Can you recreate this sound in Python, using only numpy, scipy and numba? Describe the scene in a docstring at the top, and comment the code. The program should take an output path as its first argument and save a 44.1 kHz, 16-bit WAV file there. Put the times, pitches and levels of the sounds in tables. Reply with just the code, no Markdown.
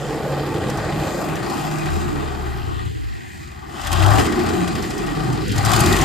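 """Diesel long-tail boat across water

A big eight-cylinder engine cruises, drops to idle and is revved twice. Uneven firings excite low engine orders
(sines locked to the cycle) and resonant open pipes; gas noise rasps once a firing. Valve gear knocks and cracks
through casing resonances, foam and spray are droplet-modulated noise, and a propeller later digs in and thrums."""
import sys
import numpy as np
from scipy import signal
from scipy.fft import rfft, irfft, next_fast_len
from scipy.io import wavfile
from scipy.ndimage import uniform_filter1d
from numba import njit

SR = 44100
rng = np.random.default_rng(int(sys.argv[2]) if len(sys.argv) > 2 else 0)


def materialize(psi):
    """Save the field psi as 16-bit PCM at rate SR to the path in sys.argv[1].

    A 1-D psi becomes a single channel; in a 2-D psi each row is a channel.
    """
    bounded = np.clip(np.atleast_2d(psi).T, -1, 1)
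    quanta = np.round(bounded * 32767).astype(np.int16)
    wavfile.write(sys.argv[1], SR, quanta)


N = 266364
TIME_S = np.arange(N) / SR


def undb(db):
    """Decibel definition: amplitude ratio of a level."""
    return 10 ** (np.asarray(db) / 20)


def unit(x):
    """Normalisation to a root-mean-square of 1."""
    return x / np.sqrt(np.mean(x ** 2))


def curves(table):
    """Linear interpolation of a table's columns over its times, one value a sample."""
    s, *columns = np.transpose(table)
    return [np.interp(TIME_S, s, column) for column in columns]


def glide(start_db, end_db, middle_s):
    """Linear level change lasting 1 s about its middle."""
    return np.interp(TIME_S, [middle_s - .5, middle_s + .5], [start_db, end_db])


def walk(rate):
    """Smoothed random process: levels held 1 / rate s and averaged twice; spread near 1."""
    hold = int(SR / rate)
    steps = np.repeat(rng.standard_normal(N // hold + 1), hold)
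    return 1.13 * uniform_filter1d(uniform_filter1d(steps, hold), hold)[:N]


def noise_pair(alike):
    """Partial coherence: left and right noise share the given part as a common centre."""
    mid, side = rng.standard_normal((2, N))
    alike = np.clip(alike, 0, 1)
    return np.sqrt(1 + alike) * mid + np.sqrt(1 - alike) * side * np.array([[1], [-1]])


@njit
def svf(x, hz, width):
    """Second-order resonance: a state-variable band-pass with gain 1 at the centre."""
    y, band, low = np.empty(len(x)), 0., 0.
    g, damping = np.tan(np.pi * hz / SR), width / hz
    for i in range(len(x)):
        v = (band + g * (x[i] - low)) / (1 + g * (g + damping))
        band, low, y[i] = 2 * v - band, low + 2 * g * v, damping * v
    return y


def ring(pair, modes, flicker_db):
    """Modal superposition: steep resonances of a left-right pair, each wavering in level by itself."""
    out = np.zeros((2, N))
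    for k, (hz, width, *db) in enumerate(modes):
        waver_db = flicker_db * walk(11)
        for ear in range(2):
            once = svf(pair[ear], 1. * hz, 1.66 * width)
            twice = svf(once, 1. * hz, 1.66 * width)  # a second pass steepens the skirts
            out[ear] += (-1) ** k * undb(db[ear] + waver_db) * twice
    return unit(out)


def narrow_modes(pair, ring_db, sharpness=65):
    """Modal density: many narrow modes, flaring and fading at random, colour the noise."""
    out = pair.copy()
    for hz in 550 * 2 ** (3.2 * (np.arange(36) + rng.random(36)) / 36):
        flare = undb(ring_db + 4.5 * walk(9))
        out += flare * np.array([svf(ear, hz, hz / sharpness) for ear in pair])
    return out


def widen(pair, width_db):
    """Mid-side stereo: trades the centre of a left-right pair against its sides."""
    mid = (pair[0] + pair[1]) / 2 * undb(-width_db / 2)
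    side = (pair[0] - pair[1]) / 2 * undb(width_db / 2)
    return np.array([mid + side, mid - side])


def hollow(pair):
    """Band rejection: takes bands out of the centre of a left-right pair for short spells."""
    # spells: start t/s, end t/s, low f/Hz, high f/Hz
    hollows = [(2.906, 3.166, 260, 1026), (2.911, 2.957, 960, 1360), (3.18, 3.406, 1020, 1370),
               (3.286, 3.48, 390, 640), (3.29, 3.334, 640, 780), (3.42, 3.497, 640, 970),
               (3.556, 3.663, 470, 690), (5.454, 5.541, 530, 1390)]
    edge_s = 0.039
    size = next_fast_len(N)
    centre = rfft(pair.mean(axis=0), size)
    hz = np.linspace(0, SR / 2, size // 2 + 1)
    removed = 0
    for start_s, end_s, low_hz, high_hz in hollows:
        gate = np.clip(np.minimum(TIME_S - start_s, end_s - TIME_S) / edge_s + .5, 0, 1)
        removed = removed + gate * irfft(centre * ((hz >= low_hz) & (hz < high_hz)), size)[:N]
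    return pair - removed


def drops():
    """Amplitude modulation by dense droplets, each a few ms long, some stronger than the rest."""
    hold = SR // 500  # samples; 500 droplets a second
    spread_db, top_db, share = 4, 11, .7
    size = undb(np.minimum(spread_db * rng.exponential(size=N // hold + 1), top_db))
    return 1 + share * unit(uniform_filter1d(np.repeat(size, hold), hold)[:N])


def wash():
    """Filtered noise: foam fizzes round the hull."""
    # bands: centre f/Hz, width/Hz, relative level left/dB, right/dB
    foam_bands = [(1280, 850, 6.5, 8), (3720, 530, -12, -17), (13000, 1900, -15, -8)]
    return ring(drops() * noise_pair(.6), foam_bands, flicker_db=2) * undb(-53)


def spray(knock, casing_db):
    """Modulated noise: steady hiss of spray, stirred by the engine knocks and following the clatter level."""
    # bands: centre f/Hz, width/Hz, relative level left/dB, right/dB
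    spray_bands = [(7080, 1600, 5, 4.5), (9180, 1460, -7.5, -2.5), (12400, 2100, -2.5, -2),
                   (15000, 1100, -11, -21)]
    spray_db = -2 + 1.112 * casing_db
    hiss = (knock + 2.6) * drops() * noise_pair(0.39)
    return ring(hiss, spray_bands, flicker_db=2.0) * undb(spray_db)


def churn(pipe_db):
    """Turbulence through resonances: the propeller sinks deeper and thrums."""
    # resonances: centre f/Hz, width/Hz, relative level left/dB, right/dB
    churn_modes = [(185, 40, 0, 0), (247, 35, 0, 0)]
    digs_in_s, rise_s, below_pipe_db = 4.25, 0.056, -8.5
    sunk = np.clip((TIME_S - digs_in_s) / rise_s, 0, 1)
    return sunk * ring(noise_pair(0.76), churn_modes, flicker_db=2.0) * undb(pipe_db + below_pipe_db)


def knocks(casing_db, cylinder, place, chance_db):
    """Cyclic impulse excitation: each firing starts a decaying knock of the valve gear."""
    # one row: knock level/dB at each of the eight firings of a cycle
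    firing_knock_db = np.array([12.5, 10, 8.5, 8.5, 8, 8, 5, 4])
    # clatter levels at which the knocks are all alike, and fully unlike
    even_db, uneven_db = -44, -34
    uneven = np.interp(casing_db, [even_db, uneven_db], [0, 1])
    mean_db = np.mean(firing_knock_db)
    knock_db = mean_db + uneven * (firing_knock_db[cylinder] - mean_db)
    return uniform_filter1d(undb(knock_db + chance_db) * np.exp(-place / 0.9), size=160)


def clatter(knock, casing_db, pan_db):
    """Structure-borne sound: valve-gear knocks excite the block and the casing."""
    # upper resonances: centre f/Hz, width/Hz, relative level left/dB, right/dB
    casing_modes = [(2515, 197, -3.5, -2.5), (3017, 524, -5, -5), (4250, 1120, -12, -10),
                    (5200, 800, -9, -8)]
    # lowest ring of the block: centre f/Hz, width/Hz, relative level left/dB, right/dB
    block_modes = [(1901, 300, 3.4, 0)]
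    struck = narrow_modes((knock + 1.5) * drops() * noise_pair(0.78), ring_db=-4.5)
    upper = ring(struck, casing_modes, flicker_db=2.1) * undb(casing_db + 0.11 * pan_db - 1.5)
    # the ring near 1.9 kHz sinks by half a decibel around 4 s
    block_db = glide(-1.5, -2, middle_s=3.97)
    return upper - ring(struck, block_modes, flicker_db=1.5) * undb(casing_db + block_db)


def cracks():
    """Transient excitation: the hardest valve-gear knocks are bright bursts, each ringing at its own pitch."""
    # bursts: onset t/s, level before the common offset/dB, centre f/Hz
    hard_knocks = [(0.6833, -30, 4820), (0.698, -21, 5270), (0.7721, -24, 5150), (1.1398, -35, 3330),
                   (1.354, -24, 5010), (1.4975, -23, 5130), (1.7828, -24.5, 5760), (1.8572, -26, 5080),
                   (3.8137, -23.5, 5120), (0.463, -34, 4500), (3.858, -33, 3050), (3.8691, -13.5, 3140),
                   (3.916, -14, 2980), (3.927, -10.5, 2970), (3.9524, -30, 3150), (4.0193, -21, 3450),
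                   (4.0402, -25, 3110), (4.0602, -13.5, 3210), (4.0796, -20, 3590), (4.1032, -19, 3310),
                   (4.156, -18, 3010), (4.183, -17, 3000), (4.193, -15, 3100), (4.2462, -22, 3010),
                   (4.2632, -19, 3000), (4.3211, -23, 3290), (4.4613, -27, 3020), (4.4887, -20.5, 5280),
                   (4.676, -16.5, 3070), (4.7511, -21.5, 3080), (4.8239, -21, 5330), (4.903, -22, 5110),
                   (4.9781, -21.5, 5445), (5.0629, -26, 5540), (5.3273, -24, 5320), (5.4789, -22, 6920),
                   (5.5169, -18.5, 5190), (5.5593, -17, 3430), (5.5797, -15, 6960), (5.648, -11.5, 5380),
                   (5.658, -13, 3090), (5.7139, -20, 5530), (5.716, -12.5, 3600), (5.7333, -8, 3640),
                   (5.7608, -8.5, 4380), (5.7907, -14, 3660), (5.8028, -6.5, 8700), (5.8361, -15, 3040),
                   (5.859, -9, 3740), (5.925, -7, 3440), (5.9643, -9.5, 3270), (5.986, -14, 3320),
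                   (6.0117, -10, 5600)]
    # broad bands: centre f/Hz, width/Hz, relative level left/dB, right/dB
    crack_bands = [(2000, 1600, -14, -14), (4900, 5700, -5.5, -1.5), (7940, 4600, 2.5, 3),
                   (12800, 1800, -3, -2)]
    rise_s, fall_s, offset_db, ring_db = .002, .0055, -7.5, -0.5
    bright = ring(noise_pair(.4), crack_bands, flicker_db=1)
    hiss, shape, rung = noise_pair(1.0), np.zeros(N), np.zeros((2, N))
    t = np.arange(int(SR / 20)) / SR
    envelope = (1 - np.exp(-t / rise_s)) * np.exp(-t / fall_s)
    for s, db, hz in hard_knocks:
        i = int(s * SR)
        span = slice(i, i + len(t))
        burst = undb(db + offset_db) * envelope[:N - i]
        shape[span] += burst
        rung[:, span] += burst * unit(np.array([svf(ear[span], 1. * hz, hz / 3) for ear in hiss]))
    return shape * bright + undb(ring_db) * rung


def firings(cycles, scatter_db):
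    """Periodic impulse train: a pulse per firing for each bank of four, uneven by cylinder and by chance."""
    # one row: strength/dB of each of the eight firings of a cycle
    cylinder_db = np.array([9, -24, 11, -25, 6.5, 12, -3.5, 8.5])
    count, place = np.divmod(8 * cycles, 1)  # firing number and place within it
    count = count.astype(int)
    cylinder = count % 8
    chance_db = scatter_db * rng.standard_normal(1000)[count]
    pulses = np.diff(count, prepend=count[0]) * undb(cylinder_db[cylinder] + chance_db)
    far_bank = np.isin(cylinder, (1, 2, 4, 7))
    return unit(pulses * ~far_bank), unit(pulses * far_bank), cylinder, place, chance_db


def rasp(gas, bark_db, pan_db):
    """Resonant jet noise: the rasp follows the bark level and sinks over a second."""
    # resonance: centre f/Hz, width/Hz, relative level left/dB, right/dB
    rasp_modes = [(666, 146, 1, 0)]
    rasp_db = 1.298 * bark_db + glide(3.5, -4.5, middle_s=1.96)
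    return ring(gas, rasp_modes, flicker_db=3) * undb(rasp_db + .5 * pan_db)


def bark(gas, bark_db, pan_db):
    """Resonant jet noise: gas barks in the upper pipe modes."""
    # resonances: centre f/Hz, width/Hz, relative level left/dB, right/dB
    bark_modes = [(766, 99, -2, 10), (1181, 170, -4.5, -1), (1528, 144, -11.5, 3.5)]
    return ring(gas, bark_modes, flicker_db=1.0) * undb(bark_db + 2.28 * pan_db)


def close_pass(gas):
    """Directivity: the dip between pipe and rasp fills as the pipes swing past, and opens as the boat draws off."""
    # resonances: centre f/Hz, width/Hz, relative level left/dB, right/dB
    close_modes = [(464, 126, 0.0036, 0), (517, 100, 0, 0)]
    peak_db, peak_s, rise_db_per_s, fade_db_per_s = -33, 1.12, 1.5, 27
    past_s = TIME_S - peak_s
    close_db = peak_db - np.maximum(fade_db_per_s * past_s, -rise_db_per_s * past_s)
    return ring(gas, close_modes, flicker_db=2.0) * undb(close_db)


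def pipe_note(banks, turbulence, pipe_db, pan_db):
    """Pipe resonance: firing pulses and turbulence ring the open pipes."""
    # resonances: centre f/Hz, width/Hz, relative level left/dB, right/dB
    pipe_modes = [(300, 58, -2, 7.5), (357.2, 46.5, 4, 0), (406.4, 47, -4.5, 1.5)]
    return ring(banks + .45 * turbulence, pipe_modes, flicker_db=3.5) * undb(pipe_db - 0.062 * pan_db)


def growl(banks, pipe_db, pan_db):
    """Low-frequency resonance: pulses and noise growl, following the pipe note less steeply."""
    # resonances: centre f/Hz, width/Hz, relative level left/dB, right/dB
    growl_modes = [(45.8, 15, 10, 13), (89.2, 8.5, 10, 10.5), (134.8, 32, 14, 13.5), (211.5, 58, 8.5, 0)]
    growl_db = -13.5 + 0.64 * pipe_db
    return ring(banks + 1.9 * noise_pair(0.99), growl_modes, flicker_db=2.5) * undb(growl_db + 0.29 * pan_db)


def swells(order):
    """Raised-cosine envelopes: amplitude of one order's booms, each a smooth rise and fall."""
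    # booms: middle t/s, length t/s, order, level/dB
    booms = [(0.057, 0.26, 11, -36), (0.643, 0.8, 11, -33.5), (0.702, 0.47, 9, -38.5), (0.84, 0.14, 8, -36),
             (1.78, 0.31, 11, -23), (0.49, 0.63, 25, -39), (0.27, 1, 34, -43), (1.07, 0.2, 23, -36.5),
             (1.32, 0.1, 11, -31), (1.259, 0.15, 12, -40), (1.42, 0.5, 25, -43), (1.56, 1, 14, -42),
             (2.04, 0.26, 27, -37), (3.0, 0.2, 12, -34), (3.38, 0.63, 10, -44), (4.39, 0.1, 25, -20.5),
             (4.387, 0.34, 16, -28), (4.66, 0.22, 13, -29), (5.307, 0.27, 13, -27), (5.5, 0.1, 16, -28),
             (1.923, 0.14, 6, -24), (2.34, 1, 3, -33.5), (2.3, 0.64, 6, -26.5), (2.72, 0.35, 6, -31),
             (2.68, 0.31, 8, -35.5), (2.4, 0.74, 11, -30.5), (2.852, 0.33, 9, -32.5), (2.984, 0.25, 8, -29),
             (3.0, 0.39, 11, -34), (3.06, 0.2, 6, -26.5), (3.44, 0.21, 6, -49), (3.47, 0.88, 8, -43),
             (4.06, 0.31, 8, -18.5), (4.077, 0.42, 5, -25), (4.55, 0.63, 6, -30.5), (4.74, 0.19, 11, -36),
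             (5.06, 0.22, 3, -36), (5.323, 0.16, 11, -21.5), (5.6, 0.17, 11, -27.5), (5.609, 0.74, 9, -27),
             (5.66, 0.4, 8, -22.5), (5.7, 0.88, 5, -31), (5.9, 0.16, 6, -23.5), (5.85, 0.17, 14, -34),
             (5.98, 0.22, 3, -27)]
    amplitude = 0
    for middle_s, length_s, k, db in booms:
        if round(k) == order:
            turn = np.clip((TIME_S - middle_s) / (1.62 * length_s), -.5, .5)
            amplitude = amplitude + undb(db) * np.cos(np.pi * turn) ** 2
    return amplitude


def orders(cycles, pan_db, casing_db):
    """Harmonic synthesis: sines follow multiples of the cycle and reach the two ports with unlike phase."""
    # one row: multiples of the cycle rate
    orders_heard = (3, 5, 6, 8, 9, 11, 10, 12, 13, 14, 16, 23, 25, 27, 34)
    # one row: level/dB of each order relative to the clatter level, between its swells
    order_db = [-21, -11.5, -8.5, -37, -21, -9, -7, -9.5, -16, -10, -34, -15.5, -12, -11.5, -22.5]
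    # for each order: share of the left-right tilt, phase lead of the left port/rad
    order_side = [(1.3, 0.21), (0.57, 0.3), (0.51, 0.96), (1.7, 0.44), (0.24, 1.4), (-0.46, 0.62),
                  (-0.55, 0.74), (0.59, 0.57), (1.1, 0.58), (-0.24, 0.64), (0.28, 0.66), (0.93, 1.8),
                  (0.47, 2), (0.33, 0.42), (.3, 0.38)]
    out = 0
    for k, db, (tilt, lead) in zip(orders_heard, order_db, order_side):
        phase = 2 * np.pi * (k * cycles + rng.random()) + .4 * walk(12)
        amplitude = np.sqrt(2) * (undb(db + casing_db) + swells(k))
        gain = amplitude * undb(2.8 * walk(12) + tilt * pan_db)
        port_phase = (lead + .7 * walk(6)) * np.array([[.5], [-.5]])
        out = out + gain * np.sin(phase + port_phase)
    return out


def scene():
    """Linear superposition: one engine cycle drives the sources, which add at the left and right ports."""
    # engine load: t/s, then nominal levels of pipe note/dB, gas bark/dB, clatter/dB
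    load = [(0.0, -39, -34, -40.5), (0.45, -33, -33, -38), (1.05, -28.5, -30.5, -36.5),
            (1.75, -28, -28.5, -36), (2.4, -26.5, -29, -41), (2.7, -31, -33.5, -42.5),
            (2.9, -38, -47.5, -45), (3.12, -39, -40.5, -45.5), (3.3, -42, -43, -43.5),
            (3.65, -43.5, -38.5, -49), (3.79, -36.5, -31.5, -40), (3.82, -42, -31, -37),
            (3.9, -35.5, -27.5, -34.5), (3.93, -30.5, -23, -31.5), (4.035, -27.5, -20.5, -28),
            (4.065, -30, -19.5, -34), (4.09, -28.5, -17.5, -29.5), (4.2, -21, -18, -26.5),
            (4.3, -24, -26, -34), (4.6, -25, -26, -34.5), (4.95, -25.5, -31.5, -36), (5.3, -24.5, -27, -38),
            (5.48, -27.5, -32, -36), (5.7, -27, -18.5, -27), (5.89, -21.5, -19, -25),
            (6.04, -23, -22.5, -28.5)]
    # engine speed: t/s, cycle rate f/Hz
    speed = [(0.0, 13.16), (0.6, 12.77), (1.2, 14.03), (1.5, 14.16), (1.9, 13.65), (2.15, 12.9),
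             (2.6, 11.05), (2.8, 10.7), (3.2, 9.15), (3.5, 8.6), (3.75, 8.35), (4.2, 13.95), (4.33, 14.62),
             (5.1, 12.08), (5.4, 11.5), (5.6, 12.16), (5.75, 13.91), (6.04, 16.55)]
    # stereo image: t/s, left minus right level/dB, width of exhaust/dB, width of low tones/dB
    stereo_image = [(0, 3.5, -9.5, -10), (1, 4.5, -5.5, -7.5), (1.4, 8, -1.5, 1.5), (2, 6.5, 5, 2),
                    (2.6, 5.5, 4.5, 4.5), (2.85, 15, 12, -1.5), (2.97, 1, 20, 10.5), (3.13, 2, 12, 18),
                    (3.25, 6, 12, 11), (3.5, 5.5, 10, -1.5), (3.9, 8, 1, 0.5), (5.2, 6.5, 3.5, 3),
                    (6.04, 9, -1, -4.5)]
    pipe_db, bark_db, casing_db = curves(load)
    tilt_db, width_db, low_width_db = curves(stereo_image)
    pan_db = np.array([tilt_db, -tilt_db]) / 2
    cycles = np.cumsum(curves(speed)[0]) / SR + .99
    near, far, cylinder, place, chance_db = firings(cycles, scatter_db=1.22)

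    knock = knocks(casing_db, cylinder, place, chance_db)
    surroundings = wash() + spray(knock, casing_db)
    mechanical = clatter(knock, casing_db, pan_db) + cracks()

    # the two banks exhaust on either side of the hull, so each port hears its own blend
    banks = np.array([near + .5 * far, far + .5 * near])
    puff = undb(chance_db) * (3.0 + np.sin(np.pi * place) ** 2)
    # the further the pipes turn aside, the less alike the gas noise at the two ports
    alike = .6 - .035 * tilt_db
    gas = narrow_modes(banks + 1.5 * puff * noise_pair(alike), ring_db=-5)
    exhaust = rasp(gas, bark_db, pan_db) + bark(gas, bark_db, pan_db) + close_pass(gas)
    exhaust = exhaust + pipe_note(banks, puff * noise_pair(alike), pipe_db, pan_db)
    low = churn(pipe_db) + growl(banks, pipe_db, pan_db) + orders(cycles, pan_db, casing_db)
    return hollow(widen(low, low_width_db) + widen(exhaust, width_db) + mechanical + surroundings)


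def record(dry):
    """Saturation and band limiting: the loudest peaks are rounded and both ends of the spectrum cut."""
    rounded = np.tanh(.6 * dry) / .6
    low_cut = signal.butter(2, 38, "high", fs=SR, output="sos")
    high_cut = signal.ellip(10, .2, 80, 15600, fs=SR, output="sos")
    return signal.sosfilt(high_cut, signal.sosfilt(low_cut, rounded))


dry = scene()
out = record(dry)
materialize(out)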